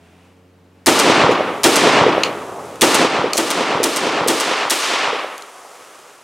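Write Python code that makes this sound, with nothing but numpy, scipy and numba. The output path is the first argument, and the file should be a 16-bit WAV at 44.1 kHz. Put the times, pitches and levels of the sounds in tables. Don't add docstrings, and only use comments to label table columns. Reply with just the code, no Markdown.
import sys
import numpy as np
from scipy import signal
from scipy.fft import rfft, irfft, next_fast_len
from scipy.io import wavfile
from scipy.ndimage import uniform_filter1d, minimum_filter1d
from numba import njit

SR = 44100
rng = np.random.default_rng(int(sys.argv[2]) if len(sys.argv) > 2 else 0)


def unload_wav(signal):
    wavfile.write(
        sys.argv[1],
        SR,
        np.round(np.clip(np.atleast_2d(signal).T, -1, 1) * 32767).astype(np.int16),
    )


N = 274743
TAIL = 76800
TIME = np.arange(N) / SR
AGE = TIME[:TAIL]

# start in seconds, level in dB, extra level for the crack in dB.
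SHOTS = [(.867, 2, -4.5), (1.640, 1.5, -3.5), (2.817, -4, -3), (3.377, -5, 2.5), (3.838, -3.5, 1.5),
         (4.282, -7, 0), (4.705, -0.5, -1)]
# start in seconds, level in dB.
BOLTS = [(0.9908, 3.5), (1.758, 2.5), (2.9448, -2), (3.504, -2), (3.962, 0), (4.4002, -6.5)]
# start in seconds, level in dB, fade in seconds, brightest pitch in Hz.
LANDINGS = [(1.312, -21, 0.018, 6000), (2.2348, 9.5, 0.0018, 2620), (3.333, 11, 0.0016, 6440),
            (4.242, -23, .002, 9000), (5.38, -18.5, 0.0016, 9970), (5.422, -23, 0.003, 6100)]
# pitch in Hz, width in Hz, level in dB.
SHELL_NOTES = [(1260, 110, 12), (2450, 550, 5), (2900, 450, 3), (4200, 600, 6.5), (5940, 550, -1),
               (6570, 550, -1), (9200, 2200, -12), (13500, 1500, -18)]
# delay in seconds, pitch in Hz, width in Hz, level in dB.
ECHOES = [(.198, 714, 600, 1), (.3705, 900, 666, 8), (.371, 160, 121, -4), (.3976, 880, 415, 2.5),
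          (.5396, 578, 260, -4), (.424, 465, 140, 2), (.4397, 464, 202, -2), (.456, 420, 220, -5)]
# delay in seconds, half length in seconds, pitch in Hz, level in dB.
SWELLS = [(0.222, 0.041, 390, -5), (0.937, .11, 690, -35.5)]
# frequency in Hz, loss in dB per second.
ABSORPTION = [(100, 23), (400, 3), (1200, 10), (2500, 18), (5000, 45), (9000, 82.5), (16000, 148)]
# time of full strength in seconds, hold in seconds, level in dB.
RUBS = [(0.048, .22, -55), (0.802, .07, -61.5)]
# time in seconds, firings per second.
ENGINE_SPEED = [(0, 84), (.35, 91), (.6, 90.5), (6.23, 89)]
# multiple of the firing rate, level in dB.
ENGINE_TONES = [(1, -54.5), (2, -59), (3, -61.5), (4, -68), (5, -62.5), (6, -67)]

# frequency in Hz, relative level in dB.
BLAST_COLOUR = [(40, -22), (75, -28), (105, -7.5), (200, -2), (300, 0.5), (420, 1.5), (600, 0), (760, -.5),
                (1150, 1), (1650, -4), (2500, -3), (5000, -4.5), (9000, -6.5), (16000, -21)]
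CRACK_COLOUR = [(100, -22), (500, -7), (2000, -2), (4500, 0), (9000, -1), (12000, -9), (16000, -13)]
BOOM_COLOUR = [(30, -53), (80, -14.5), (170, -13.5), (290, 3.5), (520, 0.5), (800, -4.5), (1500, -10.5),
               (4000, -22.5), (16000, -67)]
ROLL_COLOUR = [(40, -66), (100, -4), (220, -6.5), (430, 2), (800, -6.5), (1250, -6), (1800, -16.5),
               (3500, -22.5), (8000, -39)]
STEEL_COLOUR = [(300, -6.5), (1500, 2), (3800, 5), (6000, 8), (9000, 6.5), (12000, -0.5), (16000, -13)]
SAND_COLOUR = [(500, 2), (2000, 8.5), (4000, 1), (6500, 5), (10000, 1.5), (12500, -6.5), (16000, -24)]
CLOTH_COLOUR = [(200, -8), (700, 3.5), (1500, -4), (2600, -1.5), (4500, -14.5), (9000, -17), (15000, -30)]
AIR_COLOUR = [(15, -63), (25, -33), (57, -16), (90, -23.5), (131, -2), (172, -2), (309, -1.5), (438, -7),
              (588, -9), (729, -9.5), (15000, -39)]
# frequency in Hz, side level compared with mid in dB.
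GUN_WIDTH = [(100, -73), (300, -35), (1000, -20.5), (4000, -13.5), (12000, -12.5)]
AIR_WIDTH = [(100, -22), (500, -9), (2000, -10), (10000, -9)]
# time in seconds, frequency in Hz below which sound is cut.
LOW_CUT = [(2.8, 25), (3.15, 131), (4.33, 165), (4.75, 1290)]


def blast(reflections, crack_db):
    whole = crack(crack_db) + boom(reflections) + far_woods(reflections)
    whole = whole + foliage(reflections) + tree_swells(reflections)
    fade_out = np.minimum((AGE[-1] - AGE) / .31, 1)
    return whole * fade_out


def crack(db):
    shape = burst(start=0, hold=.0058, fade=.0019)
    return undb(db + 14) * shape * colour(noise(TAIL, side_db=-9), CRACK_COLOUR)


def boom(reflections):
    gust = undb(-5) * burst(start=0, hold=0, fade=.016) * rng.standard_normal(TAIL)
    uneven = gust * np.array([[1], [-1]])
    rise = np.clip((AGE - .002) / .005, 0, 1)
    shape = rise * burst(start=0, hold=.018, fade=.048)
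    return undb(5) * shape * colour(reflections[:, ::-1] + uneven, BOOM_COLOUR)


def foliage(reflections):
    spectrum = rfft(colour(reflections, BLAST_COLOUR))
    centres_hz = np.geomspace(125, 16000, 12)
    band_position = np.interp(np.log(bins(reflections) + 1), np.log(centres_hz), np.arange(12))
    scatter = 0
    for k, hz in enumerate(centres_hz):
        band = irfft(spectrum * np.maximum(1 - abs(band_position - k), 0), TAIL)
        scatter = scatter + band * undb(-at_pitch(ABSORPTION, hz) * AGE)
    ground = undb(1.5) * swell(AGE, full=0, hold=.022, rise=0, fall=333)
    bushes = undb(1.58) * swell(AGE, full=.12, hold=.21, rise=57, fall=52)
    return scatter * np.hypot(ground, bushes)


def clumps(per_second, spread_db):
    times = np.arange(0, AGE[-1] + 1, 1 / per_second)
    gain = undb(spread_db * np.interp(AGE, times, rng.standard_normal(len(times))))
    return gain / rms(gain)


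def hard_echoes():
    out = np.zeros((2, TAIL))
    for delay, hz, width_hz, db in ECHOES:
        since = np.maximum(AGE - delay, 0)
        growth = np.minimum(np.pi * width_hz * since, 60)
        thud = growth * np.exp(1 - growth) * np.sin(2 * np.pi * hz * since)
        pan = 1 + .032 * rng.standard_normal() * np.array([[1], [-1]])
        out += pan * undb(db) * thud
    return signal.sosfilt(signal.butter(2, 100, "high", fs=SR, output="sos"), out)


def tree_swells(reflections):
    out = 0
    for delay, half_length, hz, db in SWELLS:
        body = resonance(resonance(reflections, hz, width_hz=hz), hz, width_hz=hz)[:, ::-1]
        hump = np.exp(-((AGE - delay) / half_length) ** 2)
        out = out + undb(db) * hump * body / np.std(body)
    return out


def far_woods(reflections):
    shape = swell(AGE, full=.52, hold=.5, rise=48, fall=8)
    return undb(-34.5) * shape * colour(reflections[:, ::-1], ROLL_COLOUR)


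def hammer():
    snap = burst(start=0, hold=.001, fade=.001)
    rattle = undb(-1) * burst(start=0, hold=.006, fade=.002)
    return undb(-17) * (snap + rattle) * colour(noise(TAIL, side_db=-9), STEEL_COLOUR)


def bolt():
    slam = burst(start=0, hold=.001, fade=.0018)
    lock = undb(-3) * burst(start=.006, hold=.002, fade=.006)
    ring = undb(-17.5) * burst(start=0, hold=0, fade=.034) * np.sin(2 * np.pi * 8800 * AGE)
    return (slam + lock) * colour(noise(TAIL, side_db=-9), STEEL_COLOUR) + ring


def empty_shell(fade, bright_hz):
    tick = burst(start=0, hold=.00032, fade=fade)
    answer = undb(-29) * burst(start=.008, hold=.018, fade=.02)
    contact = resonance(noise(TAIL) * (tick + answer), bright_hz, width_hz=.87 * bright_hz)
    ring = sum(undb(db) * resonance(contact, hz, width_hz) for hz, width_hz, db in SHELL_NOTES)
    return ring + undb(-22) * contact


def sand():
    showers = [swell(TIME - s, full=.24, hold=.78, rise=60, fall=12) * (TIME > s) for s, *_ in SHOTS]
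    grains = undb(2.4 * rng.exponential(size=N))
    patter = colour(noise(N) * grains / rms(grains), SAND_COLOUR)
    return undb(-45.5) * np.linalg.norm(showers, axis=0) * patter


def cloth():
    rubbing = sum(undb(db) * swell(TIME, full, hold, rise=60, fall=67) for full, hold, db in RUBS)
    return rubbing * colour(noise(N), CLOTH_COLOUR)


def engine():
    firings = np.cumsum(curve(ENGINE_SPEED, TIME)) / SR
    return sum(np.sqrt(2) * undb(db) * np.sin(2 * np.pi * (multiple * firings + rng.random()))
               for multiple, db in ENGINE_TONES)


def air():
    return undb(-54) * colour(noise(N, AIR_WIDTH), AIR_COLOUR)


def undb(db):
    return 10 ** (np.asarray(db) / 20)


def rms(x):
    return np.sqrt(np.mean(x ** 2))


def curve(table, t):
    return np.interp(t, *np.transpose(table))


def at_pitch(table, hz):
    table_hz, value = np.transpose(table)
    return np.interp(np.log(np.maximum(hz, 1)), np.log(table_hz), value)


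def bins(x):
    return np.fft.rfftfreq(x.shape[-1], 1 / SR)


def colour(x, table):
    gain = undb(at_pitch(table, bins(x)))
    return irfft(rfft(x) * gain / rms(gain), x.shape[-1])


def noise(size, width=GUN_WIDTH, side_db=0):
    length = next_fast_len(size, True)
    mid, side = rng.standard_normal((2, length))
    side = irfft(rfft(side) * undb(at_pitch(width, bins(side)) + side_db), length)
    return np.array([mid + side, mid - side])[:, :size]


def burst(start, hold, fade):
    return (AGE >= start) * np.exp(-np.clip((AGE - start - hold) / fade, 0, 60))


def swell(t, full, hold, rise, fall):
    return undb(-rise * np.maximum(full - t, 0) - fall * np.maximum(t - full - hold, 0))


def resonance(x, hz, width_hz):
    return signal.lfilter(*signal.iirpeak(hz, hz / min(width_hz, SR / 3), fs=SR), x)


def add(out, sound, start):
    i = int(start * SR)
    out[:, i:i + sound.shape[-1]] += sound[..., :N - i]


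@njit
def low_cut(x, hz):
    y, low = np.empty(len(x)), 0.
    for i in range(len(x)):
        g = np.tan(np.pi * hz[i] / SR)
        step = (x[i] - low) * g / (1 + g)
        y[i] = x[i] - low - step
        low += 2 * step
    return y


@njit
def follow(x, release_s):
    y, peak, keep = np.empty(len(x)), 0., np.exp(-1 / (release_s * SR))
    for i in range(len(x)):
        peak = max(x[i], peak * keep)
        y[i] = peak
    return y


def wind_filter(x):
    cut_hz = curve(LOW_CUT, TIME)
    mid = low_cut((x[0] + x[1]) / 2, cut_hz)
    side = low_cut((x[0] - x[1]) / 2, cut_hz)
    side = low_cut(low_cut(side, 2.3 * cut_hz), 2.3 * cut_hz)
    return signal.sosfilt(signal.butter(3, 50, "high", fs=SR, output="sos"), [mid + side, mid - side])


def volume_control(x, top_db, release_s):
    step = 1 / (.02 * SR)
    loudness = np.sqrt(signal.lfilter([step], [1, step - 1], np.mean(x ** 2, axis=0)))
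    gain = np.minimum(undb(top_db) / (follow(loudness, release_s) + 1e-9), 1)
    return x * np.interp(TIME - .003, TIME, gain)


def limiter(x, release_s):
    gain = 1 / np.maximum([follow(abs(channel), release_s) for channel in x], 1)
    return x * uniform_filter1d(minimum_filter1d(gain, size=45), size=45)


def level_drop(start_s, takes_s, back_s, db, dip_db):
    since = TIME - start_s
    dip = dip_db * np.clip(1 - (since - takes_s) / .3, 0, 1)
    sunk = np.clip(since / takes_s, 0, 1)
    recovered = np.clip((TIME - back_s) / .44, 0, 1)
    return undb((sunk - recovered) * (db + dip))


def scene():
    out = engine() + air() + cloth() + sand()
    trees = noise(TAIL) * clumps(per_second=90, spread_db=1)
    echoes = hard_echoes()
    fresh = .2
    for start, db, crack_db in SHOTS:
        reflections = np.sqrt(1 - fresh) * trees + np.sqrt(fresh) * noise(TAIL)
        add(out, hammer(), start - .0064)
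        add(out, undb(db) * (blast(reflections, crack_db) + echoes), start)
    for start, db in BOLTS:
        add(out, undb(db) * bolt(), start)
    for start, db, fade, bright_hz in LANDINGS:
        add(out, undb(db) * empty_shell(fade, bright_hz), start)
    return out


def record(dry):
    ducked = volume_control(wind_filter(dry), top_db=-7.5, release_s=.31)
    held = limiter(ducked, release_s=.0023)
    lowered = held * level_drop(start_s=3.02, takes_s=.063, back_s=5.47, db=-3, dip_db=-4)
    return signal.sosfilt(signal.ellip(10, .2, 70, 15800, fs=SR, output="sos"), lowered)


dry = scene()
out = record(dry)
unload_wav(out)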